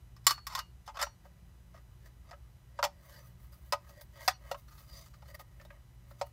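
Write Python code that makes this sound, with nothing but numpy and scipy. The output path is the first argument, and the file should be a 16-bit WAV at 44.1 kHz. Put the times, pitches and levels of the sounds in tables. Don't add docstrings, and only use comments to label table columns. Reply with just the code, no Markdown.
import sys
import numpy as np
from scipy import signal
from scipy.fft import rfft, irfft
from scipy.io import wavfile

SR = 44100
rng = np.random.default_rng(int(sys.argv[2]) if len(sys.argv) > 2 else 0)


def transcribe(u):
    v = np.clip(np.atleast_2d(u).T, -1, 1)
    q = np.round(v * 32767).astype(np.int16)
    wavfile.write(sys.argv[1], SR, q)


N = 278712
CUTOFF_HZ = 16300

# frequency in Hz,
# relative level in dB, nominal t60 in seconds (scaled for each kind of touch).
BOTTOM_MODES = [(573.8, 3, 0.099), (650, -9, 0.11)]
WALL_MODES = [(749, -24, 0.19), (918, -15, 0.14), (1013, -12.5, 0.047), (1130, -6, 0.038),
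              (1241.6, -3.5, 0.086)]
FLANGE_MODES = [(1620, -5, .05), (1915, 0, .06), (2090, -6, .05), (2570, -9, .05), (2970, -4, .05)]
RIM_MODES = [(3490, -6, .06), (3745, -3, .06), (4160, -8, .04), (4320, -4, .07), (4760, -5, .05),
             (4900, -1, .04), (5070, -5, .05), (5345, -2, .05), (6100, -9, .06), (6330, -6, .05),
             (7255, -2, .06), (7555, -7, .04)]
EDGE_MODES = [(8322, -2, 0.07), (9020, 4, 0.027), (10120, -0.5, 0.03), (11490, 6.5, .035),
              (11800, -8, 0.038), (15000, -6, .035), (13580, 2.5, 0.033)]


def amp(db):
    return 10 ** (np.asarray(db) / 20)


def unit_rms(x):
    return x / np.sqrt(np.mean(x ** 2) + 1e-20)


def ring(force, hz, t60):
    r, w = amp(-60 / (t60 * SR)), 2 * np.pi * hz / SR
    return signal.lfilter([0, np.sin(w)], [1, -2 * r * np.cos(w), r * r], force + 1e-18)


def band(x, low_hz, high_hz):
    return signal.sosfilt(signal.butter(2, [low_hz, high_hz], "band", fs=SR, output="sos"), x)


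def coloured(spectrum):
    hz, db = np.transpose(spectrum)
    bins_hz = np.maximum(np.arange(N // 2 + 1) * SR / N, 1)
    gain = amp(np.interp(np.log(bins_hz), np.log(hz), db))
    return unit_rms(irfft(rfft(rng.standard_normal(N)) * gain, N))


def background():
    # centre frequency in Hz, bandwidth in Hz, level in dB.
    hum_lines = [(58.8, 13, -57.5), (119.7, 1.5, -63), (136.3, 1.6, -71), (175, 3.4, -72.5)]
    # frequency in Hz, relative spectral density in dB.
    air_spectrum = [(15, -42.5), (25, -7.5), (58, 2), (121, -7), (295, -24.5), (347, -20.5), (432, -28),
                    (723, -27.5), (1060, -29.5), (2960, -36), (4700, -40), (6160, -39), (7450, -42.5),
                    (14300, -41), (16400, -51.5)]
    whine_hz, tilt_db = 991.6, -.75
    t = np.arange(N) / SR
    hum = sum(amp(db) * unit_rms(band(rng.standard_normal(N + SR), hz - width / 2, hz + width / 2)[SR:])
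              for hz, width, db in hum_lines)
    whine = sum(amp(-83.5 + k * tilt_db) * np.sin(2 * np.pi * (k * whine_hz * t + rng.random()))
                for k in range(1, 16))
    return hum + whine + amp(-59) * coloured(air_spectrum)


def contact(level_db, hardness_db, bottom_db, hollow_hz, rim_hz, chatter_s, swell_s):
    # lower and
    # upper band limit in Hz, share of the crack in dB, radiation gain of the whole part in dB.
    fine_modes = [(698.5, 1500, -5, -18), (420, 1000, -15.5, -17.5), (1401, 3200, 2, -21.5),
                  (2960, 5570, -0.5, -20.5), (8300, 21000, 4.5, -26.5)]
    bias_db = [.3, -1.5, 1.3, -1.8]
    grip = .85
    coupling_db_per_octave = 6.5
    t = np.arange(8192) / SR
    swell = (1 - np.exp(-t / max(swell_s, 1e-6))) ** 1.9
    dying = amp(-60 * t / max(chatter_s, .003))
    bounces = rng.standard_normal(t.size) * (rng.random(t.size) < .06) * dying * swell * 0.46
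    bounces[0] = swell_s == 0
    crack = rng.standard_normal(t.size) * dying ** 0.5 * swell
    wall = [(hz, db - coupling_db_per_octave * abs(np.log2(hz / hollow_hz)), t60)
            for hz, db, t60 in WALL_MODES]
    hollow = [(hollow_hz, 3.5, .07)]
    nearest = [(rim_hz, 7.5, .045)]
    wall_db, flange_db, rim_db, edge_db = level_db + hardness_db * np.arange(4) + bias_db
    parts = [(wall + hollow, wall_db), (BOTTOM_MODES, level_db + bottom_db), (FLANGE_MODES, flange_db),
             (RIM_MODES + nearest, rim_db), (EDGE_MODES, edge_db)]
    sound = 0
    for k, (modes, part_db) in enumerate(parts):
        low, high, fine_db, radiation_db = fine_modes[k]
        if k == 0:
            low, high = 0.91 * hollow_hz, 1.5 * hollow_hz
        tones = sum(amp(db + rng.normal(0, 3)) * ring(bounces, hz, grip * t60) for hz, db, t60 in modes)
        tones = unit_rms(band(tones, 0.69 * low, min(1.3 * high, CUTOFF_HZ)))
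        fine = amp(fine_db) * unit_rms(band(crack, low, high))
        sound += amp(part_db + radiation_db) * (tones + fine)
    return sound


def knocks_and_scuffs():
    # start in seconds, drive level in dB, hardness in dB per step up the pan,
    # offset of the bottom in dB, resonance of the hollow in Hz, favoured rim mode in Hz.
    knocks = [(0.165, -57.5, -1.1, -14, 1175, 5200), (0.2673, -19, 2.5, -31, 1130, 7250),
              (0.308, -27, 0.2, -27, 1163, 5230), (0.468, -37, 1, -28, 1094, 5530),
              (0.5509, -29.5, -1, -19, 1060, 3590), (0.5905, -34.5, -0.35, -24, 1230, 5340),
              (0.8772, -38, -5.5, -6.5, 893, 5180), (0.9703, -37.5, -4.5, -5.5, 1130, 3500),
              (1.0262, -28.5, -0.6, -1, 1350, 7260), (1.0669, -39.5, -8.5, -35, 894, 5780),
              (2.3105, -43, -5, -18, 695, 4800), (2.7894, -29, -11.5, 0.5, 950, 4800),
              (2.828, -21.5, -4.5, -1, 893, 4600), (2.8394, -24.5, -2, -2, 876, 4900),
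              (2.8479, -27.5, -1.9, -5.5, 838, 3400), (2.8684, -41.5, -9, -20, 804, 3500),
              (3.7235, -26, -1.04, 2.8, 1005, 5100), (3.7324, -23.5, -8, -2.5, 895, 5300),
              (4.0112, -60.5, 3.5, 1.1, 904, 4000), (4.2782, -20.5, -0.33, -10, 743, 4850),
              (4.282, -23.5, -4, -25, 1278, 3460), (4.3064, -40.5, -1.5, -30, 770, 3430),
              (4.5137, -35, -1.2, 11, 944, 2780), (4.5444, -40, -7.5, 1, 1090, 2800),
              (5.222, -52.5, -5.5, 1, 843, 3680), (5.5984, -54.5, -8, 3.5, 1793, 3660),
              (5.6126, -57.5, -1.4, 3.5, 1303, 6600), (5.65, -59.5, 0.2, 9.5, 886, 3780),
              (5.704, -50, -13, 0, 1660, 6270), (6.213, -31, -4.5, 8, 700, 4030)]
    # as for a knock, then the t60 of the chatter in seconds.
    scuffs = [(0.24, -66.5, 3, -15, 1130, 5200, 0.045), (0.857, -59.5, 2, -13, 905, 5970, 0.051),
              (0.288, -30.5, 0.6, -14, 1218, 4430, 0.063), (0.3719, -45, -6, -18, 1197, 4410, 0.03),
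              (0.4874, -40, -2.5, -26, 1026, 4410, 0.21), (0.5174, -41.5, -1.5, -12, 980, 5300, .078),
              (0.5696, -33, -3, -12, 1010, 4630, 0.048), (0.8855, -42, -7, -16, 874, 3430, 0.033),
              (0.9394, -42, -5, -4, 1070, 5100, 0.13), (0.9855, -30, -3.5, -6, 1283, 3560, 0.092),
              (1.0092, -27.5, -1, -14, 1008, 5080, 0.046), (1.2424, -60.5, -4.5, 11, 700, 3960, .06),
              (1.7366, -53.5, -5.5, 4.5, 1207, 5340, 0.056), (1.7693, -57, -4.5, 1, 1202, 3280, 0.045),
              (2.3254, -46, -11, 1.1, 1295, 4700, 0.026), (3.522, -58.5, -1.1, -11.5, 1250, 4900, .078),
              (3.8834, -60, 0.1, 8.5, 1144, 6150, .048), (4.678, -58, -1.1, -19, 1310, 5670, .033),
              (4.711, -56, -2, -16, 1240, 6560, 0.07), (4.7698, -58.5, 0.3, -4, 1200, 4330, 0.091),
              (5.0588, -61, -2, -18, 1290, 4600, 0.028), (5.1342, -55.5, -3.5, -16, 1228, 4270, 0.028),
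              (5.2532, -61, -2, -2, 1300, 4190, 0.021), (5.3468, -64, 4.1, -7, 1280, 5600, 0.015),
              (5.3918, -48, -3, -22, 870, 3730, .03), (6.107, -56.5, -4, 7, 1332, 4190, 0.022)]
    knock_chatter_s, scuff_swell_s = .033, .007
    events = [row + (knock_chatter_s, 0) for row in knocks] + [row + (scuff_swell_s,) for row in scuffs]
    out = np.zeros(N + SR)
    for start_s, *settings in events:
        sound, at = contact(*settings), round(start_s * SR)
        out[at:at + sound.size] += sound
    return out[:N]


def free_cup():
    # start in seconds, levels of the low pair, middle pair and high mode in dB,
    # seconds until the hand lands.
    free_rings = [(0.268, -62.5, -35.5, -70, .2), (0.307, -50.5, -63.5, -67, 0.14),
                  (0.597, -50.5, -63, -75, .12), (1.036, -71, -58.5, -46, 0.12),
                  (4.334, -67, -59, -59, 0.031), (6.239, -70, -73, -79, 0.065)]
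    # frequency in Hz, relative level in dB, t60 in seconds.
    mode_groups = [
        [(2853, 0, .2), (2966, -2, .15)],
        [(4414, 0, .33), (4317, -6, .33)],
        [(5782, 0, .19)],
    ]
    out, t = np.zeros(N + SR), np.arange(SR // 2) / SR
    click = 1. * (t == 0)
    for start_s, *levels_db, free_s in free_rings:
        song = sum(amp(group_db + db) * ring(click, hz, t60)
                   for group_db, modes in zip(levels_db, mode_groups) for hz, db, t60 in modes)
        hand_damping = amp(-60 * np.maximum(t - free_s, 0) / .05)
        at = round(start_s * SR)
        out[at:at + t.size] += song * hand_damping
    return out[:N]


def thuds():
    # start in seconds, impulse level in dB.
    jolts = [(0.27, -46.5), (.311, -48), (2.84, -50.5), (3.725, -54), (4.281, -48)]
    start_s, db = np.transpose(jolts)
    clicks = np.zeros(N)
    clicks[np.round(start_s * SR).astype(int)] = amp(db)
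    return band(ring(clicks, hz=345.5, t60=.05), 150, 680)


def flicker(rate_hz):
    r = np.exp(-2 * np.pi * rate_hz / SR)
    return unit_rms(signal.lfilter([1], [1, -2 * r, r * r], rng.standard_normal(N + SR))[SR:])


def swelling(peak_s, swell_s, fade_s):
    depth_db, roundness = 24, 1.32
    span = slice(int((peak_s - 2 * swell_s) * SR), min(int((peak_s + 2 * fade_s) * SR), N))
    t = np.arange(span.start, span.stop) / SR
    from_peak = np.maximum((peak_s - t) / swell_s, (t - peak_s) / fade_s)
    return span, amp(-depth_db * from_peak ** roundness)


def stroke_gains():
    # peak time, swell and fade in seconds, shell level in dB,
    # rim and skin levels in dB relative to the shell.
    strokes = [(1.26, 0.062, 0.05, -62.5, -16, -13), (1.5, 0.029, 0.029, -62.5, -15.5, -21),
               (1.76, 0.042, .06, -63, -14, -13), (1.93, .11, 0.077, -73, -18, -11.5),
               (2.062, 0.073, 0.056, -63, -7, -7), (2.3, 0.054, .008, -62.5, -9, -14.5),
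               (2.7, .05, .04, -73, -12, -9), (2.785, 0.039, 0.0072, -64, -7, -22.5),
               (2.92, .03, .03, -69, -15, -25), (3.07, 0.11, 0.11, -61.5, -10, -5),
               (3.16, 0.22, .13, -61.5, -5.5, -4.5), (3.27, .09, 0.079, -73, -7.5, 4.5),
               (3.44, 0.094, .07, -71, -6, 2.5), (3.53, 0.025, 0.072, -69.5, -7, 7.5),
               (3.701, .21, 0.032, -69, -8, 0), (3.904, 0.11, 0.067, -59, -11, -7.5),
               (4.002, 0.11, 0.017, -58.5, -11, -11), (4.011, 0.0039, 0.054, -61, -5, 5),
               (4.18, 0.084, 0.11, -56, -12, -17), (4.266, .15, 0.036, -51, -6.5, -6),
               (4.502, 0.12, 0.035, -51.5, -16, -14), (4.591, 0.077, 0.061, -64, -5.5, 0),
               (4.79, 0.19, 0.18, -63.5, -5, 0), (4.975, 0.16, 0.18, -58, -1, -2),
               (5.075, .06, 0.02, -64, -5.5, -3.5), (5.14, .03, 0.11, -72, -7.5, -8),
               (5.317, 0.13, 0.021, -58, -8.5, -7.5), (5.349, 0.014, 0.021, -49, -12, -4.5),
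               (5.4, 0.012, 0.028, -48.5, -10.5, -4), (5.655, 0.21, 0.028, -67, -20, -5),
               (5.71, .021, 0.11, -59.5, -24.5, -17), (6.112, 0.061, 0.056, -64.5, -12, -3),
               (6.205, 0.058, .008, -67, -2.5, -3), (6.27, 0.034, 0.052, -65, -8.5, -2)]
    hold_from_s, hold_db = 1.3, [-79.5, -103, -88.5]
    power = amp(hold_db)[:, None] ** 2 * (np.arange(N) / SR > hold_from_s)
    for peak_s, swell_s, fade_s, shell_db, rim_db, skin_db in strokes:
        span, gain = swelling(peak_s, swell_s, fade_s)
        power[:, span] += (amp(shell_db + np.array([[0], [rim_db], [skin_db]])) * gain) ** 2
    return np.sqrt(power)


def fingers():
    # frequency in Hz, relative level in dB, nominal t60 in seconds.
    sheen_modes = [(4800, 5, .04), (6100, 0, .07)]
    # frequency in Hz, relative spectral density in dB.
    skin_spectrum = [(4120, -29.5), (7000, -10), (8970, -6.5), (13200, -0.5), (15100, 3), (16000, 6),
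                     (16300, -5)]
    slips_per_s = 2200
    sizes = amp(2.0 * np.minimum(rng.exponential(1, N), 4))
    slips = rng.standard_normal(N) * sizes * (rng.random(N) < slips_per_s / SR)
    place = [amp(4.8 * flicker(6.3)) for _ in range(4)]

    def rubbed(modes, t60_scale):
        return sum(amp(db) * place[k % 4] * ring(slips, hz, t60_scale * t60)
                   for k, (hz, db, t60) in enumerate(modes))

    shell = band(rubbed(BOTTOM_MODES + WALL_MODES + FLANGE_MODES, 0.59), 450, 2200)
    rim = band(rubbed(RIM_MODES + sheen_modes, 1.4), 3300, 6350)
    rim = unit_rms(rim) + amp(0.5) * unit_rms(band(slips, 4000, 8100))
    edge = band(rubbed(EDGE_MODES, 0.54), 8000, 17000)
    skin = coloured(skin_spectrum) + amp(-9) * unit_rms(edge)
    layers = unit_rms(shell), unit_rms(rim), unit_rms(skin)
    catching = amp(2.0 * flicker(42))
    return catching * np.sum(stroke_gains() * layers, axis=0)


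def squeaks():
    # peak time, swell and fade in seconds, level in dB, frequency in Hz.
    slides = [(2.06, 0.061, 0.074, -69.5, 1750), (2.285, 0.031, .03, -75.5, 4694),
              (3.15, .15, 0.14, -69, 1754), (3.88, .11, .06, -70, 1857), (3.17, 0.066, 0.077, -70, 4700),
              (3.2, 0.098, 0.14, -70.5, 6000), (4.191, .07, .06, -69.5, 3396),
              (4.97, .13, 0.073, -57, 4820)]
    out = np.zeros(N)
    for peak_s, swell_s, fade_s, db, hz in slides:
        span, gain = swelling(peak_s, swell_s, fade_s)
        out[span] += amp(db) * gain * unit_rms(ring(rng.standard_normal(gain.size), hz, t60=0.033))
    return out


def kitchen(x):
    t60_s, first_wall_s = 0.18, .006
    t = np.arange(SR // 2) / SR
    tail = band(rng.standard_normal(t.size), 260, 7000) * amp(-60 * t / t60_s) * (t > first_wall_s)
    return signal.fftconvolve(x, tail / np.sqrt(np.sum(tail ** 2)))[:N]


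def scene():
    radiates_above_hz = 579
    pan = knocks_and_scuffs() + free_cup() + fingers() + squeaks()
    pan = signal.sosfilt(signal.butter(6, radiates_above_hz, "high", fs=SR, output="sos"), pan)
    return (pan + thuds() + amp(-27) * kitchen(pan) + background())[None]


def record(dry):
    dry = signal.sosfilt(signal.butter(4, 42, "high", fs=SR, output="sos"), dry)
    return signal.sosfilt(signal.cheby2(14, 60, CUTOFF_HZ, fs=SR, output="sos"), dry)


dry = scene()
out = record(dry)
transcribe(out)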